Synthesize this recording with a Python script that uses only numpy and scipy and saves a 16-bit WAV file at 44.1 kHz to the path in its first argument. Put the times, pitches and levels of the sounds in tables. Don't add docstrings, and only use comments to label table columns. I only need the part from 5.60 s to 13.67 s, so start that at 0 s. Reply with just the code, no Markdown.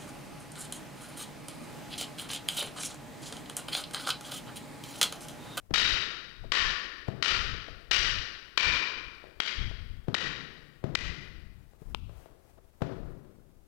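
import sys
import numpy as np
from scipy import signal
from scipy.fft import rfft, irfft, next_fast_len
from scipy.io import wavfile
from scipy.ndimage import uniform_filter1d, minimum_filter1d

SR = 44100
rng = np.random.default_rng(int(sys.argv[2]) if len(sys.argv) > 2 else 0)


def bounce(signal):
    frames = np.transpose(np.atleast_2d(signal))
    limited = np.clip(frames, -1, 1)
    pcm = np.round(limited * 32767).astype(np.int16)
    wavfile.write(sys.argv[1], SR, pcm)


N = 356003


def amp(db):
    return 10 ** (np.asarray(db) / 20)


def unit(x):
    return x / np.sqrt(np.mean(x ** 2) + 1e-20)


def read(points, hz):
    f, value = np.transpose(points)
    return np.interp(np.log(hz + 1), np.log(f + 1), value)


def add(mix, s, sound):
    part = mix[max(round(s * SR), 0):][:len(sound)]
    part += sound[:len(part)]


def colour(x, gain_db, size=4096):
    hz = abs(np.fft.fftfreq(size, 1 / SR))
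    log_gain = np.log(amp(gain_db(hz)))
    spectrum = np.exp(np.conj(signal.hilbert(log_gain)))
    taps = np.fft.ifft(spectrum).real
    return signal.fftconvolve(x, taps[:size // 2])[:len(x)]


def noise(spectrum):
    size = next_fast_len(N)
    hz = np.fft.rfftfreq(size, 1 / SR)
    shaped = rfft(rng.standard_normal(size)) * amp(read(spectrum, hz))
    return unit(irfft(shaped, size)[:N])


def sized(x, db):
    return amp(db) * np.sqrt(SR / 100) * x / np.linalg.norm(x)


def knock(spectrum, db, size=2048):
    click = signal.unit_impulse(size)
    return sized(colour(click, lambda f: read(spectrum, f)), db)


def chatter(seconds, size=2048, count=10):
    t = np.arange(size) / SR
    touching = np.exp(-(t / max(seconds, 1e-4)) ** 4)
    burst = rng.standard_normal(size)
    for _ in range(count):
        burst = irfft(np.exp(1j * np.angle(rfft(burst * touching))))
    burst = burst * touching
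    return burst / np.linalg.norm(burst)


def rubbing(moves, spectrum, rise_s, fall_s, rest_db, lumpy_db):
    t = np.arange(N) / SR
    power = amp(rest_db) ** 2
    for start, length, db in moves:
        before = np.maximum(start - t, 0) / rise_s
        after = np.maximum(t - start - length, 0) / fall_s
        power = power + (amp(db) * np.exp(-before - after)) ** 2
    lumps = noise([(1, 0), (25, 0), (80, -40), (400, -100)])
    return noise(spectrum) * np.sqrt(power) * amp(lumpy_db * lumps)


# (f/Hz, time to fall by 60 dB t/s)
HALL_T60 = [(60, 1.1), (150, 1.77), (350, 1.584), (800, 1.14), (1500, 1.153), (3000, 0.96), (5000, 0.97),
            (8000, 0.66), (15000, 0.96)]
# (f/Hz, level/dB)
HALL_COLOUR = [(40, -15), (150, -1.5), (400, 0), (750, -4.5), (1500, 1.8), (4000, 1.6), (6000, 3),
               (9000, -3), (15000, -5)]


def hall(x, build_s=0.0028, flutter_db=0.89, size=65536):
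    hz, t, z = signal.stft(rng.standard_normal(size), SR, nperseg=512)
    clumps_db = flutter_db * rng.standard_normal(len(t))
    decay_db = -60 * t / read(HALL_T60, hz)[:, None]
    z = z * amp(read(HALL_COLOUR, hz)[:, None] + decay_db + clumps_db)
    build_up = np.sqrt(1 - np.exp(-np.arange(size) / SR / build_s))
    tail = signal.istft(z, SR, nperseg=512)[1] * build_up
    return signal.fftconvolve(x, tail / np.linalg.norm(tail))


# (f/Hz, level/dB)
AIR_COLOUR = [(20, 7.5), (60, -3.5), (140, -11), (400, -11.5), (1000, -28.5), (2500, -46), (6000, -41.5),
              (11000, -42.5), (15000, -42.5)]


def air(level_db=-74):
    return amp(level_db) * noise(AIR_COLOUR)


# (start t/s, length t/s, level/dB)
SHIFTS = [(0.14, 0.2, -41.5), (0.81, 0.31, -46), (1.72, .24, -40.5), (2.11, 0.028, -46.5), (2.33, .26, -41),
          (3.06, 0.042, -36), (3.37, 0.11, -55.5), (3.99, 0.095, -36), (4.14, 0.26, -44.5),
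          (4.65, 0.048, -50.5), (5.34, 0.16, -42), (5.62, 0.42, -51), (6.27, .25, -45.5), (7.4, .08, -45)]
# (f/Hz, level/dB)
RUMBLE_COLOUR = [(10, -5), (28, 6), (55, 1.5), (100, -4.5), (170, -13), (300, -25.5), (700, -52),
                 (2000, -65)]


def floor_rumble():
    return rubbing(SHIFTS, RUMBLE_COLOUR, rise_s=0.024, fall_s=0.05, rest_db=-62.5, lumpy_db=1.5)


# (start t/s, length t/s, level/dB)
SLIDES = [(6.03, .07, -74), (6.22, 0.13, -67), (6.56, 0.064, -62), (6.86, 0.035, -69), (7.16, .1, -76)]
# (f/Hz, level/dB)
CLOTH_COLOUR = [(100, 1), (300, -1.5), (650, -2), (1300, -9), (3500, -18), (6000, -20), (12000, -20),
                (16000, -22.5)]


def sliding_cloth():
    return rubbing(SLIDES, CLOTH_COLOUR, rise_s=0.058, fall_s=0.076, rest_db=-72.5, lumpy_db=1.2)


# (f/Hz, level/dB against the slap, time to fall by 60 dB t/s)
BOARDS = [(137, -10, .6), (380.5, -8, 1.3), (665, -8, 0.58)]


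def boards(slap_db, spread=0.019, count=3):
    t = np.arange(SR) / SR
    out = np.zeros(SR)
    for hz, mode_db, t60 in BOARDS:
        detune = 1 + spread * rng.uniform(-1.3, 1, (count, 1))
        tones = np.sin(2 * np.pi * hz * detune * t).sum(0)
        out += sized(tones * amp(-60 * t / t60), slap_db + mode_db)
    return out


# (t/s, thud level/dB, slap level/dB, contact t/s)
STEPS = [(0.107, -33, -44, 0.0096), (0.837, -63, -47.5, 0.027), (1.1, -47, -53, 0.022),
         (1.4806, -29, -36.5, 0.012), (1.938, -45, -62, 0.02), (2.08, -56, -47, 0.011),
         (3.08, -43, -49, 0.023), (3.6389, -60, -50.5, 0.0059), (4.02, -53, -65, .016),
         (4.108, -60, -52.5, 0.016), (4.482, -28.5, -39, .0085), (5.2395, -29, -37.5, 0.0072),
         (6.133, -67, -63, 0.0061), (6.217, -46, -63, 0.013), (6.494, -58, -54, 0.0048),
         (6.6575, -66, -53.5, 0.0061), (6.974, -60, -57.5, 0.026), (7.218, -26, -30.5, .012),
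         (7.6463, -67.5, -61, 0.0035)]
# (f/Hz, level/dB)
THUD_COLOUR = [(25, -10), (70, -3.5), (140, 4.5), (220, -5.5), (380, -6.5), (520, -10.5), (900, -29.5),
               (2000, -47.5), (6000, -65)]
# (f/Hz, level/dB)
SLAP_COLOUR = [(60, -16.5), (300, -2), (500, 2), (660, 0), (900, -9), (1300, -13.5), (2200, -24),
               (4000, -28.5), (9000, -46), (16000, -60.5)]
TOUCH_LEAD_S, TOUCH_DB, TOUCH_S = 0.012, -20.5, 0.012
STEP_HALL_DB, FIRM_S, SOFT_DB_PER_DOUBLING = -2.5, 0.0092, -3.5


def feet():
    out = np.zeros(N)
    for s, thud_db, slap_db, contact in STEPS:
        slap = knock(SLAP_COLOUR, slap_db)
        blow = knock(THUD_COLOUR, thud_db) + slap
        brush = signal.fftconvolve(slap, chatter(TOUCH_S))
        add(out, s - TOUCH_LEAD_S, amp(TOUCH_DB) * brush)
        add(out, s, signal.fftconvolve(blow, chatter(contact)))
        add(out, s, boards(slap_db))
        hall_db = STEP_HALL_DB + SOFT_DB_PER_DOUBLING * np.log2(contact / FIRM_S)
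        add(out, s, amp(hall_db) * hall(blow))
    return out


# (level/dB, contact t/s, hall level/dB against the pat)
PAT = (-31, .0023, -24)
# (f/Hz, level/dB)
PAT_COLOUR = [(100, 1), (450, -5), (600, -10), (880, 5), (1350, -0.5), (1780, -19), (2200, -3), (2750, 4),
              (3700, -2.5), (4700, -9.5), (7000, -24), (16000, -39)]


def pat(land_s=6.3468):
    db, contact, hall_db = PAT
    out = np.zeros(N)
    blow = knock(PAT_COLOUR, db)
    add(out, land_s, signal.fftconvolve(blow, chatter(contact)))
    add(out, land_s, amp(hall_db) * hall(blow))
    return out


# (f/Hz, level/dB, width f/Hz)
STICK_MODES = [(1137, -7, 91), (1450, -3, 210), (1869, -0.05, 210), (2398, -0.5, 245), (2980, 2.5, 273),
               (3520, -6.5, 330), (3823, -1, 220), (4200, -5, 180), (4690, -3.5, 305), (5544, -10.5, 460),
               (6710, -16.5, 90), (7590, -24, 200)]
# (f/Hz, level/dB)
CRACK_COLOUR = [(60, -9), (200, -5.5), (420, 0), (750, -0.5), (1200, 1.5), (3000, 0.5), (5000, -3.5),
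                (7000, -8), (10000, -20.5), (16000, -32)]


def clack_db(f, bright, crack_db, favoured, reach_hz=120):
    ring = sum(amp(db) ** 2 / (1 + ((f - hz) / width) ** 2) ** 2 for hz, db, width in STICK_MODES)
    crack = amp(crack_db + read(CRACK_COLOUR, f)) ** 2
    boost_db = sum(db * np.exp(-((f - hz) / reach_hz) ** 2) for hz, db in favoured)
    tilt_db = bright * np.log2((f + 400) / 3000)
    return 10 * np.log10(ring + crack) + boost_db + tilt_db


# (t/s, level/dB, brightness in dB per octave, crack level/dB,
#   f/Hz favoured by one stick, its boost level/dB, f/Hz favoured by the other, its boost level/dB,
#   contact t/s, hall level/dB against the blow)
CLACKS = [(0.1389, -16, 0.35, -10.5, 3775, 7, 1380, 2, 0.011, 3),
          (0.919, -14.5, -1, -12.5, 1784, 5, 1090, 6.6, 0.0074, -2.5),
          (1.6254, -17, -0.5, -11.5, 3060, 0.5, 1330, 5.5, 0.0078, -0.5),
          (2.3112, -17.5, 0.46, -11.5, 2850, 2.5, 5650, 6, .011, 2),
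          (2.9748, -9, -1.2, -12, 2390, 8.5, 995, 7, 0.01, -4),
          (3.8011, -17.5, -1.14, -11, 2115, 6, 3290, 9.5, 0.007, -7.5),
          (4.5433, -14, -2.6, -9, 1930, 4.5, 3840, 5, 0.012, -10.5),
          (5.3514, -15.5, -1, -8, 2450, 5, 2020, 8, .0075, -14)]
# (typical delay t/s, level/dB before the hall level is added)
ECHOES = [(0.02, -7.5), (.034, -7.5), (0.0569, -10.5), (.072, -18)]


def sticks(size=2048):
    out = np.zeros(N)
    for s, db, bright, crack_db, hz_a, db_a, hz_b, db_b, contact, hall_db in CLACKS:
        favoured = [(hz_a, db_a), (hz_b, db_b)]
        click = signal.unit_impulse(size)
        blow = colour(click, lambda f: clack_db(f, bright, crack_db, favoured))
        direct = sized(signal.fftconvolve(blow, chatter(contact)), db)
        add(out, s, direct)
        for delay, wall_db in ECHOES:
            echo_s = s + delay * rng.uniform(0.9, 1.1)
            add(out, echo_s, amp(wall_db + hall_db) * direct)
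        add(out, s, hall(sized(blow, db + hall_db)))
    return out


def scene():
    background = air() + floor_rumble() + sliding_cloth()
    return (background + feet() + pat() + sticks())[None]


def limiter(x, threshold_db=-21, share=0.69, recovery_db_per_s=220):
    peak_db = 20 * np.log10(1e-9 - minimum_filter1d(-abs(x), size=16))
    fall = np.arange(N) * recovery_db_per_s / SR
    held_db = np.maximum.accumulate(peak_db + fall) - fall
    over_db = np.maximum(held_db - threshold_db, 0)
    return x / amp(share * uniform_filter1d(over_db, size=16))


# (f/Hz, level/dB)
IDLE_COLOUR = [(20, -1), (300, -13.5), (1500, -19), (5000, -19), (15000, -18)]


def idle_hiss(level_db=-73.5):
    return amp(level_db) * noise(IDLE_COLOUR)


def record(dry, left_db=6, edge_hz=16000):
    pair = np.array([amp(left_db) * limiter(dry[0]), idle_hiss()])
    low_pass = signal.firwin(255, edge_hz, window=("kaiser", 9), fs=SR)
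    return signal.oaconvolve(pair, low_pass[None], "same")


dry = scene()
out = record(dry)
bounce(out)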